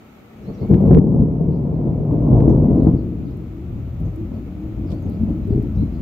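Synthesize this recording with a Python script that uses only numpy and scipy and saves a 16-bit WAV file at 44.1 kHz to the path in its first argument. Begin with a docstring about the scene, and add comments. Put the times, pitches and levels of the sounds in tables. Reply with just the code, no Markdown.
"""Thunder breaks over a garden in light rain, rolls on and swells again, heard on a stereo microphone.
Shock fronts from the crooked lightning channel arrive in a dense train with single claps standing out;
later ones come from farther away and sound deeper. Far rain merges into a wash, a small bird twitters
and a few drops tick close to the microphone, which adds its own thin hiss. The loudest claps overload
the recorder, whose gain control ducks and slowly recovers."""
import sys
import numpy as np
from scipy import signal
from scipy.fft import rfft, irfft, next_fast_len
from scipy.io import wavfile
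from scipy.ndimage import uniform_filter1d

SR = 44100
rng = np.random.default_rng(int(sys.argv[2]) if len(sys.argv) > 2 else 0)


def log_audio(samples):
    """Write samples as a 16-bit WAV file to the path given in sys.argv[1]."""
    # one column per channel
    frames = np.atleast_2d(samples).T
    # limit to full scale, then quantise
    limited = np.clip(frames, -1, 1)
    pcm = np.round(limited * 32767).astype(np.int16)
    wavfile.write(sys.argv[1], SR, pcm)


N = 265041

# claps from stretches of the channel that lie broadside to the microphone:
# (time [s], hold [s], level [dB], tearing edge [dB re that level])
THUNDERCLAPS = [(.485, 0.02, -25.5, -16), (0.619, 0.03, -20.5, -13.5), (0.706, 0.044, -7, -25.5),
                (0.916, 0.04, -1.5, -18.5), (.974, 0.013, 4, -30.5), (1.194, 0.034, -3, -24),
                (1.409, 0.015, -9, -20.5), (1.487, 0.014, -7.5, -29), (1.869, 0.022, -12.5, -19),
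                (2.099, 0.046, -13.5, -14.5), (2.316, 0.028, -6.5, -22), (2.483, 0.014, -6.5, -21),
                (2.804, 0.053, -14, -17), (2.868, 0.019, -6, -18), (2.929, 0.021, -10.5, -29.5),
                (4.008, 0.079, -20, -23), (4.205, 0.046, -25, -26), (4.32, 0.061, -27.5, -14.5),
                (4.644, 0.017, -26, -25), (4.777, 0.085, -24, -25), (4.904, 0.036, -22.5, -16.5),
                (5.066, 0.022, -21, -19.5), (5.214, 0.024, -14.5, -29), (5.287, 0.03, -18, -24),
                (5.507, 0.087, -15.5, -29), (5.765, 0.072, -16, -31)]


def from_db(db):
    return 10 ** (np.asarray(db) / 20)


def rms_one(x):
    return x / np.sqrt(np.mean(x ** 2) + 1e-20)


def panned(x, left_db):
    return x * from_db(np.array([[left_db], [-left_db]]) / 2)


def add(out, s, sound):
    """Mix a sound in at time s."""
    start = int(s * SR)
    part = sound[..., :max(N - start, 0)]
    out[..., start:start + part.shape[-1]] += part


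def in_time(points):
    """A curve at every sample."""
    times, values = np.transpose(points)
    return np.interp(np.arange(N) / SR, times, values)


def at_hz(points):
    """A curve over log frequency at every FFT bin."""
    hz, values = np.transpose(points)
    size = next_fast_len(N)
    bin_hz = np.arange(size // 2 + 1) * SR / size
    return np.interp(np.log(bin_hz + 1), np.log(hz), values)


def running_rms(x, window_s):
    """Level of both channels under a triangular window."""
    size = max(int(window_s * SR), 2)
    power = np.mean(x ** 2, axis=0)
    smoothed = uniform_filter1d(uniform_filter1d(power, size), size)
    return np.sqrt(np.abs(smoothed) + 1e-12)


def impulses(per_s, spread_db):
    """Two trains of impulses at random moments, of uneven size and either sign."""
    born = rng.random((2, N)) < per_s / SR
    sizes = from_db(spread_db * np.minimum(rng.exponential(1, (2, N)), 4))
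    return born * sizes * rng.choice([-1, 1], (2, N))


def coloured(pair, spectrum, likeness):
    """Two unrelated signals become a stereo sound of that spectrum, falling away past its ends; rms 1."""
    size = next_fast_len(N)
    (low_hz, low_db), (high_hz, high_db) = spectrum[0], spectrum[-1]
    closed = [(low_hz / 2, low_db - 40), *spectrum, (high_hz * 2, high_db - 70)]
    mid, side = rfft(pair, size) * from_db(at_hz(closed))
    alike = np.clip(at_hz(likeness), -1, 1)
    left_right = np.sqrt(1 + alike) * mid + np.sqrt(1 - alike) * side * [[1], [-1]]
    return rms_one(irfft(left_right, size)[:, :N])


def shocks(spectrum, per_s, spread_db, steady_s):
    """A train of shock fronts rounded by the air, held at an even level."""
    # thunder across the microphone pair: (frequency [Hz], left-right likeness [0..1])
    likeness = [(60, 1), (130, 0.97), (250, 0.98), (500, 0.87), (1000, 0.33)]
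    train = coloured(impulses(per_s, spread_db), spectrum, likeness)
    return train / running_rms(train, steady_s)


def ground_echo(x, first_lag_s, last_lag_s, echo_db):
    """The sound comes from ever lower in the sky, so the lag of its reflection slides."""
    n = np.arange(N)
    late = n - np.linspace(first_lag_s, last_lag_s, N) * SR
    return x + from_db(echo_db) * np.array([np.interp(late, n, side) for side in x])


def air_fading(x, depth_db):
    """Paths through moving air add and cancel, so lumps some tens of hertz wide come and go."""
    _, _, cells = signal.stft(x, nperseg=4096)
    lumps = uniform_filter1d(rng.standard_normal(cells.shape[1:]), size=5, axis=0)
    lumps = uniform_filter1d(lumps, size=3, axis=1)
    _, faded = signal.istft(cells * from_db(depth_db * rms_one(lumps)))
    return faded[:, :N]


def gliding_band(hz, level_db, width_hz):
    """A narrow band of the rumble with a moving pitch and strength."""
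    centre = np.mean(hz)
    band = [(centre - width_hz, -18), (centre - width_hz / 2, 0),
            (centre + width_hz / 2, 0), (centre + width_hz, -18)]
    rumble = shocks(band, per_s=600, spread_db=-3.0, steady_s=0.042)
    analytic = signal.hilbert(rumble, next_fast_len(N))[:, :N]
    shift = np.exp(2j * np.pi * np.cumsum(hz - centre) / SR)
    return from_db(level_db) * np.real(analytic * shift)


def resonances():
    """Three narrow bands colour the thunder: a sinking throb, passing moans and a fading bark."""
    # strength of the throb: (time [s], relative level [dB])
    throb_levels = [(0, -1), (1.8, 1), (2.7, -7), (3.5, -6.5), (3.95, 10), (4.35, -1.5), (6, -6.5)]
    # brief moans in the rumble: (time [s], pitch [Hz], relative level [dB])
    moans = [(2.33, 125, 0.5), (3.571, 330.9, -1), (3.82, 278.4, -6), (4.03, 155, 5), (4.2, 330, 3),
             (4.369, 234.7, 2), (4.63, 313.2, 0), (4.85, 329.6, -8), (5.22, 210, 2), (5.33, 321.8, -3),
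             (5.55, 400, -8), (5.79, 200, 0)]
    t = np.arange(N) / SR
    near_hz, far_hz, sink_s = 227.1, 92, 2.3
    throb_hz = far_hz + (near_hz - far_hz) * np.exp(-t / sink_s)
    throb = gliding_band(throb_hz, in_time(throb_levels), width_hz=32.7)
    fade_s, rest_db = .11, -14.5
    moans_db = np.array([level_db - 10 * ((t - s) / fade_s) ** 2 for s, _, level_db in moans])
    moan_hz = np.array(moans)[np.argmax(moans_db, axis=0), 1]   # the strongest sets the pitch
    moan = gliding_band(moan_hz, np.maximum(moans_db.max(axis=0), rest_db), width_hz=34)
    # the bark of the near strokes fades steadily with distance
    bark = gliding_band(hz=np.full(N, 417.8), level_db=-8.5 - 2.5 * t, width_hz=115)
    return throb + moan + bark


def clap_gain(bed_db, peaks_db):
    """Gain over time: each clap rises fast, holds and dies away, adding its power to the roll."""
    attack_s, release_s = .022, 0.044   # to rise and to fall by 20 dB
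    t = np.arange(N) / SR
    power = from_db(bed_db) ** 2
    for (s, hold_s, _, _), peak_db in zip(THUNDERCLAPS, peaks_db):
        away = np.maximum((s - t) / attack_s, (t - s - hold_s) / release_s)
        near = away < 2
        power[near] += from_db(peak_db - 20 * np.maximum(away[near], 0)) ** 2
    return np.sqrt(power)


def house_walls(x, echo_db, count=8):
    """A few early reflections from the house give a steady, slightly hollow colour."""
    out = x.copy()
    for lag in (rng.uniform(.004, .035, count) * SR).astype(int):
        out[:, lag:] += from_db(echo_db) * rng.choice([-1, 1]) * x[:, :-lag]
    return rms_one(out)


def thunder():
    """Shock trains swell with the roll and its claps; some claps tear brightly, others only thud."""
    # deep boom, middle body and tearing edge: (frequency [Hz], spectral level [dB])
    boom_spectrum = [(12, -31), (25, -22.5), (42, -8), (54, -2), (64, 0), (76, -1.5), (95, -0.5),
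                     (125, -21.5)]
    body_spectrum = [(75, -21.5), (105, 0), (135, -1), (185, 0.5), (240, -1.5), (290, -4.5), (345, -8.5),
                     (380, -15), (480, -40)]
    edge_spectrum = [(280, -12), (400, 0), (480, -1), (560, -0.5), (680, -4.5), (800, -11), (1000, -14.5),
                     (1250, -27.5), (1600, -42), (2500, -61.5)]
    # continuous roll under the claps: (time [s], level [dB])
    roll_levels = [(0, -46.5), (.3, -46.5), (.46, -33.5), (.68, -31.5), (.8, -12.5), (1.0, -5.5),
                   (1.17, -5), (1.33, -11.5), (2.03, -14.5), (2.2, -12), (2.36, -6.5), (2.8, -10),
                   (3.0, -19), (3.56, -29), (3.74, -24), (4.5, -28.5), (5.6, -21), (6.0, -24)]
    # the boom gains as the sound comes from farther away: (time [s], level [dB re body])
    boom_levels = [(0, -10), (1.3, -9.5), (2.8, -8), (3.75, 0.5), (4.35, -2), (5.3, -5), (6, 1.5)]
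    # tearing upper edge: (time [s], level [dB re roll])
    edge_levels = [(0, -14), (.65, -14.5), (1.1, -18.5), (2.2, -15.5), (2.85, -16.5), (3.15, -22.5),
                   (3.4, -20.5), (3.8, -23.5), (4.5, -20), (5.1, -18), (5.4, -23.5), (6, -24)]
    roll_db = in_time(roll_levels)
    _, _, claps_db, clap_edges_db = np.transpose(THUNDERCLAPS)

    body = shocks(body_spectrum, per_s=150, spread_db=3.5, steady_s=0.065)
    body = ground_echo(body, first_lag_s=0.01542, last_lag_s=.009, echo_db=-16)
    body = from_db(2.0) * rms_one(air_fading(body, depth_db=2.0)) + resonances()
    body = panned(body / running_rms(body, window_s=0.022), left_db=2.0)
    boom = shocks(boom_spectrum, per_s=400, spread_db=2.0, steady_s=.17)
    roll = body + panned(from_db(in_time(boom_levels)) * boom, left_db=3.0)
    roll = clap_gain(roll_db, claps_db) * roll / running_rms(roll, window_s=0.019)

    edge = shocks(edge_spectrum, per_s=1400, spread_db=2.0, steady_s=0.19)
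    edge = house_walls(edge, echo_db=-17)
    edge *= clap_gain(roll_db + in_time(edge_levels), claps_db + clap_edges_db)
    return roll + panned(edge, left_db=-0.3)


def rain_and_microphone_hiss():
    """Far rain merges into a soft wash; the microphone adds its own thin, high hiss."""
    # far rain: (frequency [Hz], spectral level [dB])
    wash_spectrum = [(60, -1), (350, 2), (620, 3.5), (780, 3.5), (1000, -3.5), (1280, 1.5), (1650, -7.5),
                     (2300, -5), (3300, -12.5), (5600, -22), (6700, -19), (7900, -26.5), (9000, -24.5),
                     (11200, -35.5)]
    # the microphone's own noise: (frequency [Hz], spectral level [dB])
    hiss_spectrum = [(11200, -20), (12200, 4), (15500, -0.5), (16200, -20.5)]
    # stereo image of both sounds: (frequency [Hz], left-right likeness [0..1])
    likeness = [(100, .9), (500, 0.32), (1200, .25), (2500, 0.028), (5000, 0)]
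    wash = coloured(impulses(per_s=9900, spread_db=2.5), wash_spectrum, likeness)
    wash = house_walls(wash, echo_db=-17.5)
    hiss = coloured(impulses(per_s=15000, spread_db=3.0), hiss_spectrum, likeness)
    return panned(from_db(-51) * wash, left_db=0.5) + panned(from_db(-69) * hiss, left_db=-1.0)


def bird():
    """A small bird in the garden whistles bent notes; a fast flutter makes the higher ones scratchy."""
    # notes: (time [s], length [s], pitch [Hz], relative level [dB], kind of bend)
    chirps = [(0.415, 0.046, 5400, -66.5, "fall"), (0.445, .055, 4280, -54.5, "rise"),
              (0.523, 0.037, 6100, -57.5, "arch"), (0.564, 0.05, 3940, -55, "dip"),
              (0.601, 0.025, 4430, -53, "level"), (0.609, .05, 2220, -51, "rise"),
              (0.686, .069, 2270, -52, "level"), (1.504, 0.059, 4060, -55, "dip"),
              (1.73, .04, 4210, -62.5, "fall"), (2.483, 0.028, 6710, -53, "arch"),
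              (2.776, .07, 4000, -59, "fall"), (2.818, 0.053, 4350, -60.5, "rise"),
              (2.96, .05, 4250, -57, "fall"), (3.25, 0.066, 3920, -58.5, "dip"),
              (4.05, 0.013, 6550, -57.5, "level"), (4.331, .04, 4410, -62, "fall"),
              (4.859, .055, 4450, -56.5, "dip"), (4.91, .069, 4550, -58, "rise"),
              (5.002, 0.068, 6640, -64, "level"), (5.073, 0.089, 4040, -59, "dip"),
              (5.427, 0.029, 4050, -61, "level"), (5.495, .052, 4220, -60, "fall"),
              (5.74, 0.034, 5900, -60, "arch"), (5.77, 0.058, 4080, -53, "rise"),
              (5.925, 0.048, 4240, -58, "fall")]
    # pitch bend of each kind: (start, middle, end) [ratio to the note's pitch]
    bends = {"fall": (1.3, 0.98, 0.97), "dip": (1.3, 0.96, 1.4), "rise": (.93, 0.99, 1.03),
             "arch": (0.58, 0.97, .87), "level": (1.01, 0.97, 1)}
    song_db, echo_db = -10, 3
    song = np.zeros(N)
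    for s, length_s, pitch_hz, level_db, kind in chirps:
        progress = np.linspace(0, 1, int(length_s * SR))
        flutter = np.interp(progress, np.linspace(0, 1, 80), rng.standard_normal(80))
        rasp = .032 * min(pitch_hz / 4300, 1) ** 2
        hz = pitch_hz * np.interp(progress, [0, .5, 1], bends[kind]) * (1 + rasp * flutter)
        swell = np.sqrt(2 * np.abs(np.sin(np.pi * progress)))
        whistle = np.sin(2 * np.pi * np.cumsum(hz) / SR)
        add(song, s, from_db(level_db + song_db) * swell * whistle)
    return song + from_db(echo_db) * garden_echo(song)


def garden_echo(x, t60_s=.3):
    """Diffuse scatter from walls and leaves, different on each side of the microphone."""
    t = np.arange(SR // 2) / SR
    tail = rng.standard_normal((2, len(t))) * from_db(-60 * t / t60_s)
    tail /= np.sqrt(np.sum(tail ** 2) / 2)
    return signal.fftconvolve(x[None], tail, axes=1)[:, :N]


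def splashes(landings, hz, t60_s, width=0.23):
    """Each drop lands in a tiny splash, a band of noise that dies at once."""
    out = np.zeros((2, N))
    t = np.arange(SR // 10) / SR
    edges_hz = [hz / (1 + width), min(hz * (1 + width), .45 * SR)]
    band = signal.butter(1, edges_hz, "band", fs=SR, output="sos")
    for s, level_db in landings:
        splash = rms_one(signal.sosfilt(band, rng.standard_normal((2, len(t)))))
        add(out, s, from_db(level_db - 60 * t / t60_s) * splash / 2)
    return panned(out, left_db=-0.5)


def near_drops():
    """Small drops tick close to the microphone; a heavy drip lands in a duller, longer splat."""
    # landings of the small drops and of the drip: (time [s], relative level [dB])
    ticks = [(.688, -45.5), (2.837, -39), (3.372, -45), (4.003, -46), (4.161, -42), (4.946, -47),
             (5.025, -47), (5.099, -42), (5.477, -44), (5.626, -45)]
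    splat = [(4.903, -45), (4.917, -41.5)]
    return splashes(ticks, hz=13200, t60_s=0.012) + splashes(splat, hz=3480, t60_s=0.084)


def overload_snaps(corner_hz=1550, gain_db=-5.0):
    """Each snap is one kink in the wave, its spectrum falling towards the treble."""
    # overload snaps placed in the loudest thunder: (time [s], relative peak [dB])
    snaps = [(.743, -24), (.932, -28.5), (.941, -31), (.948, -21), (.985, -27), (2.405, -29.5),
             (2.497, -34.5)]
    band = signal.butter(2, [corner_hz / 2, corner_hz * 1.4], "band", fs=SR, output="sos")
    kink = signal.sosfilt(band, signal.unit_impulse(SR // 100))
    kink /= np.max(np.abs(kink))
    out = np.zeros(N)
    for s, peak_db in snaps:
        add(out, s, from_db(peak_db + gain_db) * kink)
    return panned(out, left_db=2.0)


def gain_control(x, threshold_db, release_s, attack_s):
    """The recorder's gain drops quickly by the excess over the threshold and creeps back over seconds."""
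    level_db = 20 * np.log10(running_rms(x, window_s=0.037))
    excess_db = np.maximum(level_db - threshold_db, 0)
    fade = np.exp(-np.arange(N) / SR / release_s)
    held_db = np.maximum.accumulate(excess_db / fade) * fade
    pole = np.exp(-1 / (attack_s * SR))
    duck_db = signal.lfilter([1 - pole], [1, -pole], held_db)
    return x * from_db(-duck_db)


def scene():
    """Thunder over the garden, with far rain, microphone hiss, the bird and the near drops."""
    return thunder() + rain_and_microphone_hiss() + bird() + near_drops()


def record(dry):
    """The recorder ducks, flattens the crests, adds its snaps and cuts the top treble."""
    ducked = gain_control(dry, threshold_db=-8.0, release_s=1.48, attack_s=0.019)
    flattened = ducked / (1 + np.abs(ducked) ** 12) ** (1 / 12)
    cutoff_hz = 15750
    top_cut = signal.ellip(10, .1, 80, cutoff_hz, fs=SR, output="sos")
    return signal.sosfilt(top_cut, flattened + overload_snaps())


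dry = scene()
out = record(dry)
log_audio(out)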